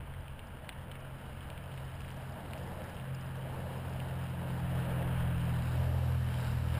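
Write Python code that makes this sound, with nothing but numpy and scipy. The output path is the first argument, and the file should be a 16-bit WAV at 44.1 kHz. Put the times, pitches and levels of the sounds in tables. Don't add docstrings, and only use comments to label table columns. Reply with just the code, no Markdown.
import sys
import numpy as np
from scipy import signal
from scipy.fft import rfft, irfft
from scipy.io import wavfile
from scipy.ndimage import uniform_filter1d

SR = 44100
rng = np.random.default_rng(int(sys.argv[2]) if len(sys.argv) > 2 else 0)


def magnitude_from_level(level_db):
    exponent = np.asarray(level_db, float) / 20
    return 10 ** exponent


def log_audio(samples):
    frames = np.atleast_2d(samples).T
    limited = np.clip(frames, -1, 1)
    pcm = np.round(limited * 32767).astype(np.int16)
    wavfile.write(sys.argv[1], SR, pcm)


N = 299439
CUT_S, CUT_FADE_S = 5.77, 0.011


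def rms_one(x):
    return x / np.sqrt(np.mean(x ** 2) + 1e-20)


def in_time(rows):
    s, *columns = np.transpose(rows)
    return [np.interp(np.arange(N) / SR, s, column) for column in columns]


def after_cut():
    return np.clip((np.arange(N) / SR - CUT_S) / CUT_FADE_S + 0.5, 0, 1)


def drift(rate):
    r = np.exp(-80 * np.pi * rate / SR)
    noise = rng.standard_normal(N // 40 + 2002)
    slow = signal.lfilter([1], [1, -2 * r, r * r], noise)[2000:]
    return np.interp(np.arange(N) / 40, np.arange(len(slow)), rms_one(slow))


def coloured(x, spectrum):
    hz, level_db = np.transpose(spectrum)
    log_hz = np.log(np.fft.rfftfreq(N, 1 / SR) + 1)
    gain = magnitude_from_level(np.interp(log_hz, np.log(hz), level_db, left=-80, right=-80))
    return rms_one(irfft(rfft(x) * gain, N))


def grains(per_s, spread_db):
    sizes = magnitude_from_level(spread_db * np.minimum(rng.exponential(1, N), 5)) * rng.choice([-1, 1], N)
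    return sizes * (rng.random(N) < per_s / SR)


def body(contacts, peaks, patchy_db):
    out = 0
    for k, (hz, width, level_db) in enumerate(peaks):
        r = np.exp(-np.pi * width / SR)
        poles = [1, -2 * r * np.cos(2 * np.pi * hz / SR), r * r]
        ring = signal.lfilter([(1 - r * r) / 2, 0, -(1 - r * r) / 2], poles, contacts)
        out = out + (-1) ** k * magnitude_from_level(level_db + patchy_db * drift(11.2)) * ring
    return rms_one(out)


# time in seconds, crunch level in dB.
PACE = [(0, -57), (.5, -57.5), (.95, -55.5), (1.6, -55.5), (2.3, -55), (2.75, -54), (3.25, -54.5),
        (3.7, -53), (4.5, -52), (5.0, -48.5), (5.5, -49.5), (6.2, -53), (6.4, -48.5), (6.62, -52.5),
        (6.79, -48.5)]


def pace():
    crunch_db = in_time(PACE)[0]
    return crunch_db, crunch_db + 54


# pitch in Hz, width in Hz, level in dB.
CRUNCH = [(1185, 540, 0), (1693, 466, 2), (2207, 330, -2.5), (2923, 507, -3), (3468, 700, -18)]
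# frequency in Hz, level in dB per Hz.
GRIT = [(1940, -39), (3300, -21), (3550, 3.5), (3890, 7), (4250, 0), (5160, 3), (5430, -1), (6000, -19)]
# pitch in Hz, width in Hz, level in dB.
PEBBLES = [(644, 160, -4), (1670, 150, 16), (2880, 500, -21)]


def gravel():
    t = np.arange(N) / SR
    crunch_db, swing_db = pace()
    grit_db = -78.5 + 1.5 * t + 0.28 * swing_db + 2.1 * drift(1.3)
    crushed = rms_one(grains(6000, 1.14)) * magnitude_from_level(0.42 * drift(26))
    crushed += magnitude_from_level(14.5) * np.convolve(grains(30, 1.9), [0.97, 1.0, -0.5, -0.39], "same")
    crunch = magnitude_from_level(crunch_db - 0.12) * body(crushed, CRUNCH, patchy_db=0.6)
    grit = magnitude_from_level(grit_db + 3.0 + 0.25 * drift(11)) * coloured(crushed, GRIT)
    pebbles = magnitude_from_level(crunch_db - 19.5) * body(grains(120, 0.72), PEBBLES, patchy_db=9.0)
    return crunch + grit + pebbles


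# start in seconds, length in seconds, gain in dB.
FIRM = [
    (2.196, 0.83, 3),
    (3.325, 0.82, 3),
    (4.306, .8, 2),
    (5.695, 0.42, 3),
]
# pitch in Hz, width in Hz, level in dB.
ROAR = [(289, 78, -5.5), (481, 93, -0.5), (606, 131, 0), (915, 240, -3.5)]
# pitch in Hz, width in Hz, level in dB.
DRUM = [(534, 48, -4), (624, 48, -3.5), (835, 78, -12.5)]
# frequency in Hz, level in dB per Hz.
RUMBLE = [(26, -33), (45, -11.5), (138, -3), (225, -7.5), (420, -26), (550, -56), (920, -120)]


def tyres():
    t, edge_s = np.arange(N) / SR, 0.24
    firm_db = 0
    for start, length, gain_db in FIRM:
        inside_s = np.minimum(t - start, start + length - t)
        firm_db = firm_db + gain_db * np.clip(inside_s / edge_s + 0.5, 0, 1)
    roar_db = -53.5 + 0.93 * pace()[1] + firm_db + 0.69 * drift(7.1)
    roar = magnitude_from_level(roar_db + 1.0) * body(grains(4000, 1.34), ROAR, patchy_db=0.79)
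    drum = magnitude_from_level(roar_db - 14 + 3.15 * firm_db) * body(grains(2000, 2.8), DRUM, patchy_db=4.5)
    rumble_db = uniform_filter1d(roar_db, size=20000) + 2.0 + 0.28 * drift(5.4)
    rumble = magnitude_from_level(rumble_db) * coloured(rng.standard_normal(N), RUMBLE)
    return roar + drum + rumble


# time in seconds, peak in dB, pitch in Hz, rattle in dB against the snap.
STONES = [(0.138, -37, 2000, -24), (0.1466, -40, 1960, -27), (0.2455, -52, 1830, -14),
          (0.2808, -34.5, 2690, -16), (0.392, -34, 2700, -11), (0.691, -22.5, 2140, -12.5),
          (0.726, -37, 2360, -11), (0.9138, -37.5, 1780, -4), (0.9538, -37.5, 2080, -9),
          (1.407, -44.5, 2880, -3), (1.5013, -29, 3000, -13), (1.5765, -35, 2600, -13),
          (1.716, -40, 2820, -8), (1.776, -34.5, 2480, -15), (1.7972, -40, 1720, -18),
          (1.9393, -37, 1750, -16), (2.005, -37, 2710, -20), (2.047, -37, 2160, -12),
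          (2.0868, -37, 2100, -28), (2.4588, -39, 1920, -19), (2.5092, -32, 900, -25),
          (2.5336, -26.5, 2400, -15), (2.5757, -37, 2600, -21), (2.818, -37, 1850, -13),
          (2.9666, -37, 2820, -14), (2.9975, -38, 2850, -15), (4.0012, -29, 2830, -18),
          (4.601, -37, 1706, -14), (6.34, -40.5, 1700, -1), (6.75, -43, 1960, 0)]
# pitch in Hz, width in Hz, level in dB.
RATTLE = [(2010, 1600, 11), (3270, 530, 18), (4500, 1800, -26)]


def stones():
    out, t = np.zeros(N), np.arange(1600) / SR
    rattles = body(rng.standard_normal(N), RATTLE, patchy_db=1.5)
    for s, peak_db, hz, rattle_db in STONES:
        at = round((s + 0.0006) * SR)
        contact_s = 0.00019 * (1 + 0.025 * (-29 - peak_db))
        push = 1.7 * (t / contact_s) ** 2 * np.exp(-t / contact_s)
        snap = np.sin(2 * np.pi * hz * t) * push
        rattle = magnitude_from_level(rattle_db - 60 * t / 0.036) * rattles[at:at + len(t)] * (1 - np.exp(-t / 0.00072))
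        crack_db = -9.5 + 0.5 * (peak_db + 34)
        edge = (t * 2.27 / 0.00044) * np.exp(-t / 0.00031)
        crack = magnitude_from_level(crack_db) * np.sin(2 * np.pi * 3900 * t) * edge
        thud_db = -67 - peak_db + 0.98 * (peak_db + 39)
        thud = magnitude_from_level(thud_db - 60 * t / 0.065) * np.sin(2 * np.pi * 520 * t)
        out[at:at + len(t)] += magnitude_from_level(peak_db - 3.8) * (snap + crack + rattle + thud)
    return out


# time in seconds, peak in dB, pitch in Hz.
TICKS = [(0.206, -74, 5010), (0.469, -59.5, 4950), (1.0006, -66, 5460), (1.4356, -71, 4970),
         (1.4735, -71, 4930), (1.637, -69, 5270), (3.147, -55, 5080), (3.5877, -68, 4910),
         (3.7758, -64, 5020), (3.8927, -64, 5484), (3.933, -60, 5200), (4.2383, -63, 5185),
         (4.296, -61, 4910), (5.639, -65, 5170), (6.4093, -55.5, 5070), (6.5134, -59, 5200)]
# first link in seconds, number of links, peak in dB.
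BRUSHES = [
    (1.849, 2, -69),
    (1.954, 8, -63.5),
    (2.578, 8, -65),
    (3.208, 4, -64.5),
]
# frequency in Hz, level in dB per Hz.
SCRAPE = [(4300, -21), (4900, 17), (5600, -15), (6100, 2)]


def chain():
    out, t = np.zeros(N), np.arange(1500) / SR
    link_s, jitter_s, spread_db, tick_s = 0.0526, 0.003, -2.5, 0.0105
    low_hz, high_hz = 5000, 5980
    scrape = coloured(rng.standard_normal(N), SCRAPE)
    pings = [tuple(row) for row in TICKS]
    for first_s, count, peak_db in BRUSHES:
        for k in range(round(count)):
            a, b, c = rng.random(3)
            s = first_s + k * link_s + jitter_s * (2 * a - 1)
            pings.append((s, peak_db + spread_db * (2 * b - 1), low_hz + (high_hz - low_hz) * c))
    for s, peak_db, hz in pings:
        at = round(s * SR)
        swell = np.sin(np.pi * np.clip(t / tick_s, 0, 1) ** 0.5) ** 2
        note = np.sin(2 * np.pi * hz * t) + magnitude_from_level(1.0) * scrape[at:at + len(t)]
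        out[at:at + len(t)] += magnitude_from_level(peak_db - 2.5) * swell * note
    fine = np.convolve(np.abs(grains(32, 2.6)), magnitude_from_level(-60 * t / 0.011))[:N]
    return out + magnitude_from_level(-86) * fine * scrape


# time in seconds, level in dB.
NEAR = [(0, -53.5), (1.0, -56.5), (1.9, -49), (2.6, -46.5), (3.5, -44), (4.3, -41), (5.0, -35),
        (5.7, -34.5), (6.2, -36), (6.79, -37.5)]
# time in seconds, firing cycle in Hz.
CYCLE = [(0, 44.9), (1, 44.6), (2, 44.25), (3, 44.0), (3.8, 43.65), (4.2, 43.36), (4.8, 42.83),
         (5.1, 42.22), (5.35, 41.91), (5.55, 41.47), (5.76, 41.42), (5.79, 42.41), (5.95, 42.09),
         (6.1, 41.95), (6.25, 41.47), (6.55, 40.68), (6.79, 40.56)]
# multiple of the cycle, dB against nearness, share of its swing,
# step in dB once the scene changes.
ORDERS_DB = [(2, -2, 0.78, 5), (3, 0.5, 0.91, 1.5), (4, -10, 1.52, -3.5), (5, -21, 1.13, 3)]
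# multiple of the cycle, multiple it follows, dB against that one.
FAINT_ORDERS = [(1, 5, -41), (6, 5, -6.5), (7, 4, -19), (8, 5, -28)]
# time in seconds, multiple,
# change in dB, half width in seconds.
FADES = [(0.17, 2, 8.5, 0.046), (0.18, 3, 6.5, 0.038), (1.47, 3, 4, 0.017), (2.42, 2, -15, .07),
         (2.4, 3, -8.5, 0.06), (2.87, 3, -15, 0.096), (3.06, 2, -23, 0.034), (3.41, 2, -9, .08),
         (4.5, 2, -4, 0.11), (4.9, 2, -6, 0.14), (5.98, 4, -16, 0.24), (6.41, 2, -8, 0.13),
         (4.6, 5, -13, 0.46), (10, 5, 8, .1), (6.4, 5, 2, 0.24), (4.54, 4, 3, 0.3), (7.9, 5, 3, 0.31),
         (1.05, 3, 4.5, 0.16)]
# time in seconds, phase bend in rad.
SMEAR = [(0, -3.2), (4.5, -3.2), (5.0, -2.1), (6.2, -2.2), (6.7, -.3)]


def engine():
    t, middle_db = np.arange(N) / SR, -44
    swing_db = in_time(NEAR)[0] - middle_db
    past = after_cut()
    flutter_db = 2.8 * (1 - 0.9 * np.clip(swing_db / 20 + 0.5, 0, 1))
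    orders = {}
    for k, db, share, step_db in ORDERS_DB:
        orders[round(k)] = middle_db + db + share * swing_db + step_db * past + flutter_db * drift(6.0)
    for s, k, db, half in FADES:
        orders[round(k)] = orders[round(k)] + db * np.exp(-((t - s) / half) ** 2)
    orders.update({round(k): orders[round(lead)] + db for k, lead, db in FAINT_ORDERS})
    phase = 2 * np.pi * np.cumsum(in_time(CYCLE)[0]) / SR
    bend = in_time(SMEAR)[0]
    out = 0
    for k, db in orders.items():
        shift = bend * ((k - 3) ** 2 + 3 - k) / 2 + 0.08 * drift(5)
        out = out + np.sqrt(2) * magnitude_from_level(db + 0.5 * drift(33)) * np.cos(k * phase + shift)
    return out


# time in seconds, level in dB.
BREEZE = [(0, -46), (1.0, -50), (1.7, -49), (2.4, -52), (3.4, -52), (4.5, -52.5), (5.1, -41), (5.6, -42),
          (6.2, -52), (6.52, -44), (6.79, -48)]
# frequency in Hz, level in dB per Hz.
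WIND = [(8.8, -31), (15, -1), (32, -8), (59, -3.5), (70, 1), (91, -12), (150, -120)]


def wind():
    wind_db = in_time(BREEZE)[0] + 0.5 * drift(2.0)
    return magnitude_from_level(wind_db - 0.8) * coloured(rng.standard_normal(N), WIND)


def scene():
    housing = signal.butter(6, 5400, fs=SR, output="sos")
    edges = np.clip(np.minimum(np.arange(N), N - np.arange(N)) / 60, 0, 1)
    ride = gravel() + tyres() + stones() + engine() + wind()
    return (edges * (signal.sosfilt(housing, edges * ride) + chain()))[None]


def sample_and_hold(x, rate):
    t, hz = np.arange(N) / SR, np.fft.rfftfreq(N, 1 / SR)
    band = irfft(rfft(x) * (hz < rate / 2), N)
    sampled = band * (1 + 2 * np.cos(2 * np.pi * rate * t))
    hold = np.sinc(hz / rate) / np.sinc(hz / rate / 4)
    return irfft(rfft(sampled) * hold * magnitude_from_level(-0.3 * (hz / rate) ** 2), N)


def roll_off(x):
    return signal.sosfilt(signal.butter(12, 15800, fs=SR, output="sos"), x)


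SAMPLING_HZ = 12000, 12375
# hiss ahead of the converter in dB, hiss behind it in dB.
HISS_DB = (-92, -105), (-70.5, -77)
# frequency in Hz, level in dB per Hz.
HISS = [(2000, -29), (4000, -4), (5600, -1), (6150, -6)]


def record(dry):
    late = after_cut()
    out, hiss = 0, coloured(rng.standard_normal(N), HISS)
    for rate, share, (hiss_db, grain_db) in zip(SAMPLING_HZ, (1 - late, late), HISS_DB):
        held = sample_and_hold(dry + magnitude_from_level(hiss_db) * hiss, rate)
        out = out + share * (held + magnitude_from_level(grain_db) * rng.standard_normal(N))
    clock_hiss = body(rng.standard_normal(N), [(SAMPLING_HZ[1], 900, 0)], patchy_db=1.5)
    out += late * magnitude_from_level(-83) * clock_hiss
    top_hz = 15300
    out = irfft(rfft(out) * (np.fft.rfftfreq(N, 1 / SR) < top_hz), N)
    return roll_off(out)


dry = scene()
out = record(dry)
log_audio(out)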